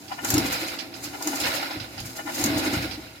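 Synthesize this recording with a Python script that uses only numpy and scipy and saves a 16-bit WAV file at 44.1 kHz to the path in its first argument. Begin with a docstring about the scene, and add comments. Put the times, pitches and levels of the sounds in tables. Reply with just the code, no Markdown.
"""A plastic bucket hums faintly and its basket rubs, then three pushes on a pole spin a wet mop dry.
On each push the spiral drive in the metal pole clacks and scrapes, and the wobbling basket whirrs
and rubs its seat. Flung water spatters on the bucket wall, and the lopsided load bumps it into short
booms. The mop thumps down and the bucket shudders on the floor of a small, quiet room."""
import sys
import numpy as np
from scipy import signal
from scipy.fft import rfft, irfft
from scipy.io import wavfile
from scipy.ndimage import uniform_filter1d

SR = 44100
rng = np.random.default_rng(int(sys.argv[2]) if len(sys.argv) > 2 else 0)


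def log_audio(samples):
    """Write samples as a 16-bit WAV file to the path given in sys.argv[1]."""
    # one column per channel
    frames = np.atleast_2d(samples).T
    # limit to full scale, then quantise
    limited = np.clip(frames, -1, 1)
    pcm = np.round(limited * 32767).astype(np.int16)
    wavfile.write(sys.argv[1], SR, pcm)


N = 141120

# How the steady sounds swell and sink, before each one's own gain: t/s, level/dB
DRONE_LEVELS = [(0,-45.5),(.2,-45.5),(.38,-22),(.53,-38),(1.05,-42),(1.48,-33.5),(1.9,-44.5),(2.24,-42.5),(2.55,-25.5),(2.8,-34),(3.2,-51.5)]  # the bucket wall drones
SHUDDER_LEVELS = [(0,-42),(.2,-41.5),(.35,-22.5),(.6,-37.5),(.85,-44),(1.05,-37),(1.33,-50),(1.45,-30.5),(1.67,-45),(1.8,-43),(1.91,-41),(2.02,-28.5),(2.16,-41),(2.38,-40.5),(2.44,-22),(2.66,-34),(2.78,-23),(2.95,-35.5),(3.2,-45.5)]  # the bucket shudders on the floor
RATTLE_LEVELS = [(0,-44.5),(.2,-42.5),(.29,-23.5),(.43,-38),(.7,-39),(.9,-50.5),(1.03,-41.5),(1.17,-40),(1.29,-30),(1.5,-34),(1.75,-48),(2.25,-39),(2.43,-28.5),(2.53,-41),(2.75,-41.5),(3.2,-52)]  # the drive rattles in the pole
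WHIRR_LEVELS = [(0,-50),(.17,-51),(.32,-30.5),(.56,-28.5),(.72,-35),(.91,-45),(1.08,-40.5),(1.17,-44),(1.27,-37),(1.38,-34.5),(1.47,-25.5),(1.74,-35.5),(1.94,-44.5),(2.09,-43),(2.24,-46.5),(2.36,-32.5),(2.56,-29),(2.78,-29.5),(3.0,-43.5),(3.2,-48.5)]  # the basket and its spray whirr

# When the short sounds come and how strong they are: t/s, level/dB
WATER_GUSHES = [(.080,-43.5),(.122,-42.5),(.683,-37),(.788,-31.5),(.94,-42),(1.043,-38.5),(1.402,-32),(1.437,-30.5),(1.71,-40),(1.565,-35),(1.80,-37),(1.979,-35.5),(2.162,-49),(2.912,-36.5)]  # water hits the wall
SEAT_RUBS = [(0.121,-31.5),(.193,-34),(.25,-31),(0.526,-33),(1.145,-36),(1.215,-34.5),(1.278,-33.5),(1.334,-33),(1.47,-30),(1.633,-33.5),(1.71,-35.5),(1.982,-42),(2.195,-31.5),(2.277,-33),(2.294,-32),(2.649,-35),(2.743,-31)]  # the basket rubs the seat it spins on
DRIVE_CLACKS = [(.247,-18.5),(.303,-12.5),(.340,-13.5),(.380,-15.5),(.525,-21.5),(1.224,-22),(1.273,-18.5),(1.357,-23.5),(1.401,-20.5),(2.002,-29),(2.412,-22),(2.4395,-13),(2.460,-19.5)]  # the drive catches
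SPIRAL_SCRAPES = [(.28,-40),(.463,-34),(.527,-29.5),(.606,-36),(.678,-35.5),(.963,-43),(1.04,-32),(1.33,-42),(1.41,-32),(1.472,-30.5),(1.55,-31),(2.06,-37),(2.098,-41.5),(2.17,-36.5),(2.35,-33.5),(2.392,-31.5),(2.582,-30),(2.652,-33),(2.735,-32.5),(2.826,-38.5)]  # the spiral scrapes
MOP_THUMPS = [(.335,-15.5),(1.768,-30),(1.809,-32.5),(2.012,-29.5),(2.422,-30),(2.558,-22.5),(2.768,-21)]  # the mop drops in the basket
# The lopsided load bumps the wall: t/s, level/dB, f/Hz
WALL_BOOMS = [(0.242,-32.5,305.9),(.352,-23,311.8),(.382,-20.5,289),(0.411,-28.5,302.4),(.451,-24,273),(0.63,-28.5,319.6),(1.069,-34,291.1),(1.276,-24.5,303.5),(1.305,-30,294.5),(1.339,-31,281),(1.422,-34,272),(1.509,-39,311),(1.762,-33.5,312),(2.265,-31.5,300.2),(2.407,-26.5,290.7),(2.466,-21.5,287),(2.502,-25.5,290.8),(2.535,-26.5,309.4),(2.575,-23.5,293.6),(2.679,-23,311),(2.732,-24.5,298.4),(2.849,-27.5,307.5),(2.981,-33.5,314)]

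# Modes (natural ringing tones) of the bucket: f/Hz, level/dB, t60/s (time to fade by 60 dB)
WALL_MODES = [(272.6,-0.5,0.18),(288.6,1.5,0.3),(304.7,2,0.16),(336.6,-2,0.57),(645.9,-3.5,0.17),(754,-4,0.13),(814,-10.5,0.12),(899,-13,0.11)]
BASE_MODES = [(67,-7,0.96),(97.6,-0.5,0.21),(116.9,2.5,0.21),(159,-2,0.1),(205,0,0.025)]
# Modes of the basket's seat: f/Hz, level/dB
SEAT_MODES = [(650,-14),(810,-5.5),(980,-11.5),(1425,-5.5),(1800,-14),(2060,-10.5),(2380,-16),(2920,-15)]

# Tone colour, or how strong each pitch is next to the others: f/Hz, level/dB
POLE_TONE = [(200,-30),(500,-2.5),(1000,1),(3000,-6),(5000,5.5),(6200,2.5),(6550,8.5),(7230,5),(8000,0.5),(9500,-2),(11500,3),(14000,0),(16000,-9)]
SPRAY_TONE = [(150,-31),(420,-2),(490,11.5),(680,7),(950,4),(1180,0.5),(1420,9.5),(1620,7),(1900,1.5),(2080,6.5),(2700,5.5),(3200,-1),(3900,4.5),(4500,1.5),(5200,3.5),(5900,-10),(7000,-10.5),(8500,-12.5),(13000,-8),(16000,-15)]
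GUSH_TONE = [(200,-24),(700,-10),(1500,-2.5),(2700,5),(3200,0.5),(4000,6.5),(5200,6.5),(6000,-3.5),(8500,-16),(16000,-25)]
# Stereo width, the side (left-right difference) against the mid (what both share): f/Hz, level/dB
STEREO_WIDTH = [(200,-82),(500,-13),(1000,3.5),(2000,-0.5),(16000,0.5)]

DROPS_PER_S, SLIPS_PER_S = 2200, 3000  # tiny impacts at each spot: water, metal


def from_db(db):
    """Turn decibels into a gain."""
    return 10 ** (np.asarray(db) / 20)


def unit_power(x):
    """Scale to an average power of one."""
    return x / np.sqrt(np.mean(x ** 2) + 1e-20)


def level(rows):
    """Gain over time from (t/s, level/dB) points."""
    return from_db(np.interp(np.arange(N) / SR, *np.transpose(rows)))


def gains(points):
    """Gain at every frequency from (f/Hz, level/dB) points."""
    hz, db = np.transpose(points)
    all_hz = np.arange(N + 1) * SR / (2 * N)
    return from_db(np.interp(np.log(all_hz + 1), np.log(hz), db))


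def tint(x, gain):
    """Filter with a gain for every frequency."""
    return irfft(rfft(x, 2 * N) * gain)[..., :N]


def band(x, low_hz, high_hz):
    """Gently cut what lies outside two frequencies."""
    return signal.sosfilt(signal.butter(2, [low_hz, high_hz], "band", fs=SR, output="sos"), x)


def stereo(mid, side, pan_db=0):
    """Make left and right from mid and side; a positive pan leans left."""
    return np.array([mid + side, mid - side]) * from_db([[pan_db / 2], [-pan_db / 2]])


def ring(force, modes):
    """A force sets modes ringing and fading; their levels set their energy."""
    out = 0
    for hz, db, t60 in modes:
        decay, angle = from_db(-60 / (t60 * SR)), 2 * np.pi * hz / SR
        tone = signal.lfilter([1, 0, -1], [1, -2 * decay * np.cos(angle), decay * decay], force + 1e-18)
        out = out + from_db(db) / np.sqrt(t60) * tone
    return out


def shaken(modes):
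    """Random jolts keep modes ringing, held near a power of one."""
    ringing = ring(rng.standard_normal(N), modes)
    return ringing / np.sqrt(uniform_filter1d(ringing ** 2, int(.04 * SR)) + 1e-12)


def swells(rows, rise_s, fade_s):
    """Gain over time of contacts that build up to their moment and die away."""
    power = np.zeros(N)
    for s, db in rows:
        near = np.arange(max(int(s * SR) - SR // 10, 0), min(int(s * SR) + SR // 2, N))
        t = near / SR - s
        falloff = np.minimum(np.maximum(-t / rise_s, t / fade_s), 20)
        power[near] += (from_db(db) * np.exp(-falloff)) ** 2
    return np.sqrt(power)


def radiate(force, colour, pan_db=0, tub_t60_s=0.037, room_t60_s=0.066):
    """A sound takes its source's colour and arrives directly and as echoes off the tub and room."""
    t = np.arange(N) / SR
    tub = rng.standard_normal((2, N)) * from_db(-60 * t / tub_t60_s)
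    room = rng.standard_normal((2, N)) * from_db(-60 * t / room_t60_s) * (1 - np.exp(-t / tub_t60_s))
    paths = unit_power(tub) + from_db(-3.5) * unit_power(room)
    paths[0, 0] += from_db(-0.5) * np.sqrt(N)  # the direct sound, in the mid only
    paths = np.array([unit_power(p) for p in paths]) / np.sqrt(N)
    source = tint(force, unit_power(gains(colour)))
    mid, side = tint(source, rfft(paths, 2 * N))
    return stereo(mid, tint(side, gains(STEREO_WIDTH)), pan_db)


def rustle(strength, per_s, colour, pan_db=0, spots=2, spread_db=4):
    """Tiny random impacts of uneven size; each spot has its own paths to the listener."""
    out = 0
    for _ in range(spots):
        size = from_db(spread_db * np.minimum(rng.exponential(1, N), 4))
        impacts = size * rng.choice([-1, 1], N) * (rng.random(N) < per_s / SR)
        out = out + radiate(strength * unit_power(impacts), colour, pan_db)
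    return out / np.sqrt(spots)


def wall_drone():
    """The spin shakes the bucket wall, which hums at its own pitches."""
    hum = stereo(shaken(WALL_MODES), from_db(-8.5) * shaken(WALL_MODES))
    return band(from_db(-2) * level(DRONE_LEVELS) * hum, 200, 1020)


def floor_shudder():
    """The bucket's base shudders on the floor with a low rumble."""
    rumble = stereo(shaken(BASE_MODES), from_db(-23.5) * shaken(BASE_MODES))
    return band(from_db(-9) * level(SHUDDER_LEVELS) * rumble, 44, 252)


def pole_drive():
    """The spiral drive rattles, scrapes and clacks inside the metal tube."""
    rattle = from_db(-8) * level(RATTLE_LEVELS)
    scrapes = swells(SPIRAL_SCRAPES, rise_s=0.0091, fade_s=0.015)
    friction = rustle(np.hypot(rattle, scrapes), SLIPS_PER_S, POLE_TONE)
    clacks = from_db(-0.5) * swells(DRIVE_CLACKS, rise_s=0.0001, fade_s=0.0025) * rng.standard_normal(N)
    return friction + radiate(clacks, POLE_TONE)


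def basket_whirr(typical_turns_per_s=9.9, wobble_db=1.5):
    """Spray and bearing noise throb once a turn, faster when the whirr is louder."""
    loudness = level(WHIRR_LEVELS)
    turns = np.cumsum(typical_turns_per_s * unit_power(loudness ** 0.14)) / SR
    throb = loudness * from_db(-4.5 + wobble_db * np.sin(2 * np.pi * turns))
    spray = rustle(throb, DROPS_PER_S, SPRAY_TONE, pan_db=-1.5)
    return spray + throb * from_db(-1.5) * big_drops()


def big_drops(per_s=950, t60_s=0.04, low_hz=500, high_hz=13000):
    """Larger drops in the spray ring briefly, each at its own pitch and place."""
    t = np.arange(int(2 * t60_s * SR)) / SR
    out = np.zeros((2, N + len(t)))
    for when, pitch, place in rng.random((int(per_s * N / SR), 3)):
        start = int(when * N)
        hz = low_hz + (high_hz - low_hz) * pitch ** 2
        drop = np.sqrt(pitch) * np.sin(2 * np.pi * hz * t) * from_db(-60 * t / t60_s)
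        out[:, start:start + len(t)] += np.outer([np.cos(np.pi * place), np.sin(np.pi * place)], drop)
    return unit_power(tint(out, gains(SPRAY_TONE)))


def water_gushes():
    """Flung water hits the wall in sudden bursts of drops, off to the right."""
    bursts = swells(WATER_GUSHES, rise_s=0.0015, fade_s=0.022)
    return rustle(bursts, DROPS_PER_S, GUSH_TONE, pan_db=-9.5)


def seat_rubs(t60_s=0.06, blend_range_db=11):
    """Each rub of the wobbling basket makes its seat sing, with a new blend of modes every time."""
    out = 0
    for hz, mode_db in SEAT_MODES:
        blend = [(s, db + mode_db + blend_range_db * (rng.random() - .5)) for s, db in SEAT_RUBS]
        mode = [(hz, 0, t60_s)]
        tone = stereo(shaken(mode), shaken(mode), pan_db=2.5)
        out = out + swells(blend, rise_s=0.0093, fade_s=0.016) * tone
    return out


def wall_booms(waver_radians=0.66):
    """Each bump of the load raises a hollow boom whose pitch shifts as the wall flexes."""
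    s, db, hz = np.transpose(WALL_BOOMS)
    phase = 2 * np.pi * np.cumsum(np.interp(np.arange(N) / SR, s, hz)) / SR
    waver = waver_radians * unit_power(band(rng.standard_normal(N), 4.8, 45))
    bumps = swells(zip(s, db), rise_s=0.012, fade_s=0.016)
    return np.sqrt(2) * bumps * np.sin(phase + waver)


def mop_thumps(contact_at_0db_s=0.00015):
    """The mop thumps down and the bucket's base rings; a harder thump has a shorter contact."""
    t = np.arange(N) / SR
    out = 0
    for s, db in MOP_THUMPS:
        contact_s = contact_at_0db_s / from_db(db / 2)
        age = np.maximum(t - s, 0) / contact_s
        blow = ring(age * np.exp(-np.minimum(age, 20)), BASE_MODES)
        out = out + from_db(db) * blow / np.abs(blow).max()
    return band(out, 44, 252)


def scene():
    """Mix the deep bucket with the pole, basket and water, which are too small to give bass."""
    bucket = wall_drone() + floor_shudder() + wall_booms() + mop_thumps()
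    small_parts = pole_drive() + basket_whirr() + water_gushes() + seat_rubs()
    return bucket + band(small_parts, 62, 20000)


def record(dry):
    """Cut the treble steeply above 16000 Hz."""
    return signal.sosfilt(signal.ellip(10, .2, 80, 16000, fs=SR, output="sos"), dry)


dry = scene()
out = record(dry)
log_audio(out)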